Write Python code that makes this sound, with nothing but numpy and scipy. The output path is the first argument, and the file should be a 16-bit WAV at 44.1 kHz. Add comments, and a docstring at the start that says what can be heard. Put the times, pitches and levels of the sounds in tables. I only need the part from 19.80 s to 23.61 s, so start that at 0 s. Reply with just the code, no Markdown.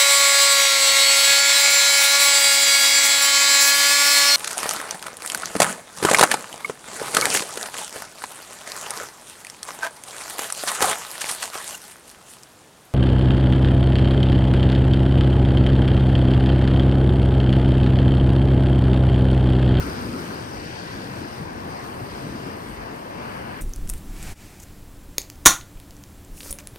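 """Small waves on a sandy beach

Gusty wind rumbles as filtered noise, with brief pitched booms from the strongest eddies.
Breakers roar and swash rushes (noise); ringing bubbles splash, foam hisses and crackles (noise, impulses).
A few bubbles pop close by (decaying noise). The water lies left of a hand-held recorder with two
microphones: the surf reaches the left one first."""
import sys
import numpy as np
from scipy import signal
from scipy.fft import rfft, irfft
from scipy.io import wavfile
from scipy.ndimage import uniform_filter1d

SR = 44100
rng = np.random.default_rng(int(sys.argv[2]) if len(sys.argv) > 2 else 0)


def generate_wav(sig):
    """Save sig (samples, or channels by samples) to the path in sys.argv[1] as 16-bit PCM at SR."""
    pcm = np.round(np.clip(np.atleast_2d(sig).T, -1, 1) * 32767).astype(np.int16)
    wavfile.write(sys.argv[1], SR, pcm)


N = 168021  # samples

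# Levels over time, before each layer's trim: t/s, level/dB
GUST_LEVEL = [(0, -34), (.13, -33.5), (.22, -33.5), (.31, -33.5), (.5, -35.5), (.62, -36), (.75, -38),
              (1.0, -37.5), (1.33, -36), (1.55, -39.5), (1.7, -37.5), (1.95, -36.5), (2.07, -39),
              (2.22, -36), (2.32, -38), (2.44, -36), (2.62, -37.5), (2.88, -40.5), (3.3, -41),
              (3.81, -38.5)]
BUFFET_LEVEL = [(0, -34.5), (.28, -35), (.39, -57), (.62, -61), (.78, -39), (1.0, -55), (1.14, -45),
                (1.3, -52), (1.6, -42), (1.8, -42), (2.07, -56), (2.3, -41), (2.58, -46), (2.73, -55),
                (3.0, -45), (3.15, -53), (3.81, -43)]
ROAR_LEVEL = [(0, -42), (.4, -42.5), (.7, -43), (.8, -42.5), (1.0, -43.5), (1.55, -44), (2.05, -41),
              (2.45, -43.5), (2.9, -43.5), (3.3, -43.5), (3.55, -41.5), (3.81, -45.5)]
SWASH_LEVEL = [(0, -43), (.3, -44.5), (.5, -43), (.7, -47), (.92, -44), (1.25, -43.4), (1.5, -46),
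               (1.88, -47.5), (2.03, -46.2), (2.15, -46.7), (2.35, -44.5), (2.8, -46), (3.0, -45),
               (3.25, -46.5), (3.5, -42.5), (3.81, -42.5)]  # also drives the splashes
FOAM_LEVEL = [(0, -44.5), (.22, -48), (.7, -47.5), (1.02, -47), (1.38, -49.5), (1.55, -49.5), (1.68, -53.5),
              (2.04, -50.5), (2.22, -54), (2.38, -50.5), (2.65, -51.5), (2.85, -54), (3.0, -54.5),
              (3.2, -57), (3.55, -54.5), (3.81, -58)]  # also drives the crackle
SPRAY_LEVEL = [(0, -46), (.25, -50), (.45, -48.5), (1.0, -55), (1.25, -50), (1.7, -53.5), (2.15, -50.5),
               (2.4, -50), (2.75, -53), (2.9, -52.5), (3.25, -55), (3.55, -51.5), (3.81, -52.5)]
# Relative spectra: f/Hz, density/dB per Hz
GUST_COLOUR = [(40, -33), (80, -2), (130, -1.5), (220, -0.5), (310, -2.5), (430, -7), (600, -14.5),
               (1200, -72)]
BUFFET_COLOUR = [(15, -24), (32, -31), (48, 3), (70, 3.5), (105, -5), (250, -71)]
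ROAR_COLOUR = [(100, -15), (300, -8), (500, -1.5), (780, 0), (1030, -1.5), (1300, -3), (1800, -13.5),
               (3000, -43), (6000, -49)]
SWASH_COLOUR = [(500, -8.5), (1100, -4), (1550, 2.5), (2100, -3.5), (2900, -10), (3600, -17), (5000, -23),
                (10000, -36.5)]
SPLASH_COLOUR = [(800, -5), (1600, 0), (3400, 5.5), (5000, -23), (7000, -14)]
FOAM_COLOUR = [(1000, -12), (2500, 0.5), (3600, -1), (5000, 1.5), (6000, -3), (7000, -9), (9000, -7),
               (15000, -59)]
SPRAY_COLOUR = [(5000, -25), (7200, -7), (8200, .5), (9700, -.5), (10800, -1), (12300, -8), (15000, -8),
                (15800, -12)]
CRACKLE_COLOUR = [(500, -10), (1500, 3), (3000, 1), (5000, -4), (7000, -12), (14000, -21)]
POP_COLOUR = [(2000, -12), (6000, -5), (14000, -3), (18000, -20)]
# Strong wind eddies: centre t/s, length/s, f/Hz, level before pan/dB
EDDIES = [(0.008, 0.056, 116, -29.5), (0.07, .08, 298, -31.5), (0.237, 0.11, 209, -35.5),
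          (0.33, .1, 227, -32), (.40, 0.087, 322, -36), (1.442, 0.062, 282, -36.5),
          (1.609, 0.069, 157, -33.5), (1.768, 0.064, 270, -40), (2.22, .07, 135, -35),
          (2.45, 0.056, 125, -35.5), (2.543, 0.05, 260, -34.5), (2.58, .06, 131, -38),
          (2.95, 0.19, 48, -43)]
# Single bubble bursts: t/s, nominal peak/dB
POPS = [(.8387, -46), (1.1473, -47), (1.5459, -48), (2.04, -45), (2.6665, -49), (2.8943, -48),
        (3.1604, -44.5)]
# Phase lead of the left microphone for surf: f/Hz, lead/rad
SURF_LEAD = [(200, 1.2), (550, 2.3), (1050, 2.6), (1300, 3.3), (2200, 4.6), (3000, 7.7), (4000, 10.7),
             (4900, 12.6), (5500, 12.6), (6300, 16), (7300, 18.8), (8400, 22), (9400, 25), (10300, 28),
             (11300, 28.6), (12200, 31.4)]
# Likeness of surf at the two microphones: f/Hz, likeness/0-1
SURF_LIKENESS = [(300, 0.74), (600, 0.81), (850, 0.92), (1050, 0.39), (1900, 0.57), (2600, 0.18),
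                 (3500, 0.62), (5000, 0.37), (6000, 0.12), (9300, 0.1), (10500, 1), (15000, 0.79)]
# Surf level, left minus right: f/Hz, difference/dB
SURF_PAN = [(300, 3.5), (600, 1), (800, 4.5), (1050, 4), (1200, 1.5), (1550, 7), (2000, 1), (3400, 2.5),
            (4200, 7.5), (5000, 12), (5700, 11), (6900, -4), (8100, 4), (9300, -1.5), (10500, -1)]
# Gliding hollow in the surf's tone: t/s, centre f/Hz, gain/dB
HOLLOW = [(.45, 1100, -0.5), (.9, 1180, -8.5), (1.35, 1210, -4), (1.9, 1390, -4.5)]
# Narrow treble dips: f/Hz, half-width/Hz, mean gain/dB
TREBLE_DIPS = [(5335, 120, -10.5), (7600, 220, -10)]

GUST_TRIM_DB, BUFFET_TRIM_DB = 1, -3.5
ROAR_TRIM_DB, SWASH_TRIM_DB, SPLASH_TRIM_DB = 7, 4, -9
FOAM_TRIM_DB, SPRAY_TRIM_DB, CRACKLE_TRIM_DB = 3.5, -2.5, -9
GUST_FLUTTER_DB, SURF_FLUTTER_DB, FOAM_FLUTTER_DB, SPRAY_FLUTTER_DB = 1.17, 0.38, 0.5, 1.0
FLUTTER_HZ = 14
GUST_LIKENESS, BUFFET_LIKENESS, GUST_PAN_DB, BUFFET_PAN_DB = 0.91, 0.52, 3.5, 1
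EDDY_HALF_WIDTH_OCTAVES = 0.41
SPLASHES_PER_S, SPLASH_LOW_HZ, SPLASH_HIGH_HZ = 420, 900, 5500
SPLASH_DECAY_CYCLES, SPLASH_GLIDE, SPLASH_SCATTER_DB = 7, .12, 3.0
FIZZ_PER_S, FIZZ_SCATTER_DB, FIZZ_RE_HISS_DB = 2500, 4, -4
HOLLOW_HALF_WIDTH_OCTAVES = 0.25
PATCH_DB, PATCH_S, PATCH_HZ = 1.15, .09, 500
CRACKLES_PER_S, CRACKLE_SCATTER_DB = 160, 3.0
POP_DECAY_S = .008
DIP_WAVER_DB, DIP_WAVER_HZ = 3, 9
TOP_HZ = 15500


def undb(db):
    """Decibels to gain."""
    return 10 ** (np.asarray(db) / 20)


def unit(x):
    """Scale to rms 1."""
    return x / np.sqrt(np.mean(x ** 2))


def bins():
    """Frequency of each spectral bin, floored at 1 Hz."""
    return np.maximum(np.arange(N // 2 + 1) * SR / N, 1)


def across(points):
    """Interpolate (Hz, value) over log frequency."""
    hz, value = np.array(points, float).T
    return np.interp(np.log(bins()), np.log(hz), value)


def along(points):
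    """Interpolate (s, value) over time."""
    return np.interp(np.arange(N) / SR, *np.array(points, float).T)


def walk(rate_hz):
    """Random levels held 1 / rate_hz and smoothed twice; spread near 1."""
    step = (np.arange(N) * rate_hz / SR).astype(int) % 1024
    held = rng.standard_normal(1024)[step]
    width = int(SR / rate_hz)
    return 1.3 * uniform_filter1d(uniform_filter1d(held, width), width)


def noise():
    """Two unrelated white noises."""
    return rng.standard_normal((2, N))


def pair(two, colour, likeness, pan_db, lead_rad=0):
    """Mix two signals into coloured left and right, joint rms 1; unrelated inputs give the likeness."""
    a, b = rfft(two)
    c = np.clip(likeness, 0, 1)
    mid, side = np.sqrt(1 + c) * a, np.sqrt(1 - c) * b
    left = (mid + side) * undb(pan_db / 2)
    right = (mid - side) * undb(-pan_db / 2) * np.exp(-1j * lead_rad)
    return unit(irfft(np.array([left, right]) * undb(across(colour)), N))


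def from_sea(two, colour):
    """Spread along the waterline on the left by phase, level and likeness per frequency."""
    return pair(two, colour, across(SURF_LIKENESS), across(SURF_PAN), across(SURF_LEAD))


def wind():
    """Eddies rumble and flutter at the microphones over deeper buffeting."""
    rumble = pair(noise(), GUST_COLOUR, GUST_LIKENESS, GUST_PAN_DB)
    rumble_db = along(GUST_LEVEL) + GUST_TRIM_DB + GUST_FLUTTER_DB * walk(FLUTTER_HZ)
    buffet = pair(noise(), BUFFET_COLOUR, BUFFET_LIKENESS, BUFFET_PAN_DB)
    buffet_db = along(BUFFET_LEVEL) + BUFFET_TRIM_DB
    return rumble * undb(rumble_db) + buffet * undb(buffet_db)


def waves():
    """Clouds of large bubbles roar in the breakers; smaller ones rush in the swash."""
    roar_db = along(ROAR_LEVEL) + ROAR_TRIM_DB + SURF_FLUTTER_DB * walk(FLUTTER_HZ)
    swash_db = along(SWASH_LEVEL) + SWASH_TRIM_DB + SURF_FLUTTER_DB * walk(FLUTTER_HZ)
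    roar = from_sea(noise(), ROAR_COLOUR) * undb(roar_db)
    swash = from_sea(noise(), SWASH_COLOUR) * undb(swash_db)
    return roar + swash


def bubbles():
    """Bubbles of random size ring as decaying sines, rising in pitch."""
    out = np.zeros(N + SR)  # room for the last tails
    for at, size, strength in rng.random((int(SPLASHES_PER_S * N / SR), 3)):
        hz = SPLASH_LOW_HZ * (SPLASH_HIGH_HZ / SPLASH_LOW_HZ) ** size
        samples = np.arange(int(4 * SPLASH_DECAY_CYCLES * SR / hz))
        age = samples * hz / SR / SPLASH_DECAY_CYCLES  # in decay times
        cycles = SPLASH_DECAY_CYCLES * age * (1 + SPLASH_GLIDE * age / 4)
        ring = np.exp(-age) * np.sin(2 * np.pi * cycles)
        level_db = -SPLASH_SCATTER_DB * np.log(max(strength, .01))
        start = int(at * N)
        out[start:start + len(ring)] += ring * undb(level_db)
    return out[:N]


def splashes():
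    """Ringing bubbles splash and gurgle at the edge of the swash."""
    ringing = from_sea(np.array([bubbles(), bubbles()]), SPLASH_COLOUR)
    return ringing * undb(along(SWASH_LEVEL) + SPLASH_TRIM_DB)


def fizzing():
    """Countless far bursts merge into white hiss; nearer ones stand out as single-sample clicks."""
    bursts = (rng.random((2, N)) < FIZZ_PER_S / SR) * np.sign(noise())
    scatter = np.minimum(rng.exponential(size=(2, N)), 6)
    clicks = unit(bursts * undb(FIZZ_SCATTER_DB * scatter))
    return noise() + undb(FIZZ_RE_HISS_DB) * clicks


def foam():
    """Bursting foam hisses over the sand, with finer spray above it."""
    hiss_db = along(FOAM_LEVEL) + FOAM_TRIM_DB + FOAM_FLUTTER_DB * walk(FLUTTER_HZ)
    spray_db = along(SPRAY_LEVEL) + SPRAY_TRIM_DB + SPRAY_FLUTTER_DB * walk(FLUTTER_HZ)
    hiss = from_sea(fizzing(), FOAM_COLOUR) * undb(hiss_db)
    spray = from_sea(fizzing(), SPRAY_COLOUR) * undb(spray_db)
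    return hiss + spray


def churn(x):
    """Patches of the water's tone swell and fade by chance while a hollow glides upward through it."""
    hz, t, z = signal.stft(x, SR, nperseg=512)
    at, centre_hz, gain_db = np.array(HOLLOW, float).T
    octaves = np.log2((hz[:, None] + 1) / np.interp(t, at, centre_hz))
    hollow_db = np.interp(t, at, gain_db) * np.exp(-(octaves / HOLLOW_HALF_WIDTH_OCTAVES) ** 2)
    patches = rng.standard_normal(z.shape[1:])  # frequency by time, same for both ears
    patches = uniform_filter1d(patches, int(PATCH_S / t[1]), axis=1)
    patches = unit(uniform_filter1d(patches, int(PATCH_HZ / hz[1]), axis=0))
    return signal.istft(z * undb(hollow_db + PATCH_DB * patches), SR)[1][:, :N]


def crackle():
    """Close foam bubbles burst as sparse sharp specks, one train in both ears, stronger at left."""
    bursts = (rng.random(N) < CRACKLES_PER_S / SR) * np.sign(rng.standard_normal(N))
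    scatter = np.minimum(rng.exponential(size=N), 3)
    specks = bursts * undb(CRACKLE_SCATTER_DB * scatter)
    placed = pair(np.array([specks, specks]), CRACKLE_COLOUR, 0.43, 2)
    return placed * undb(along(FOAM_LEVEL) + CRACKLE_TRIM_DB)


def eddies():
    """The strongest eddies boom briefly: noise in a band around each one's pitch, swelling and fading."""
    t, out = np.arange(N) / SR, 0
    for at, length_s, hz, db in EDDIES:
        band = np.exp(-(np.log2(bins() / hz) / EDDY_HALF_WIDTH_OCTAVES) ** 2)
        swell = np.exp(-(2 * (t - at) / length_s) ** 2)
        boom = irfft(rfft(rng.standard_normal(N)) * band, N) * swell
        # level is the rms at the top of the swell
        out = out + unit(boom) * np.sqrt(np.mean(swell ** 2)) * undb(db)
    return out * undb(np.array([[1], [-1]]) * GUST_PAN_DB / 2)


def pops():
    """Single bubbles burst on the wet sand: thin ticks of decaying noise."""
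    t = np.arange(N) / SR
    burst = 0
    for at, db in POPS:
        burst = burst + undb(db) * (t >= at) * np.exp(-np.abs(t - at) / POP_DECAY_S)
    return burst * pair(noise(), POP_COLOUR, 0.48, 0) / 2  # noise peaks taken as twice rms


def scene():
    """Wind, waves and foam in the open air."""
    water = churn(waves() + splashes() + foam())
    return wind() + eddies() + water + crackle() + pops()


def record(dry):
    """Two narrow treble dips waver in depth; the recorder cuts the top with a steep low-pass."""
    heard = dry
    for hz, half_width_hz, db in TREBLE_DIPS:
        shape = np.exp(-((bins() - hz) / half_width_hz) ** 4)
        band = irfft(rfft(dry) * shape, N)
        heard = heard - band * (1 - undb(db + DIP_WAVER_DB * walk(DIP_WAVER_HZ)))
    low_pass = signal.ellip(10, .2, 80, TOP_HZ, fs=SR, output="sos")
    return signal.sosfilt(low_pass, heard)


dry = scene()
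out = record(dry)
generate_wav(out)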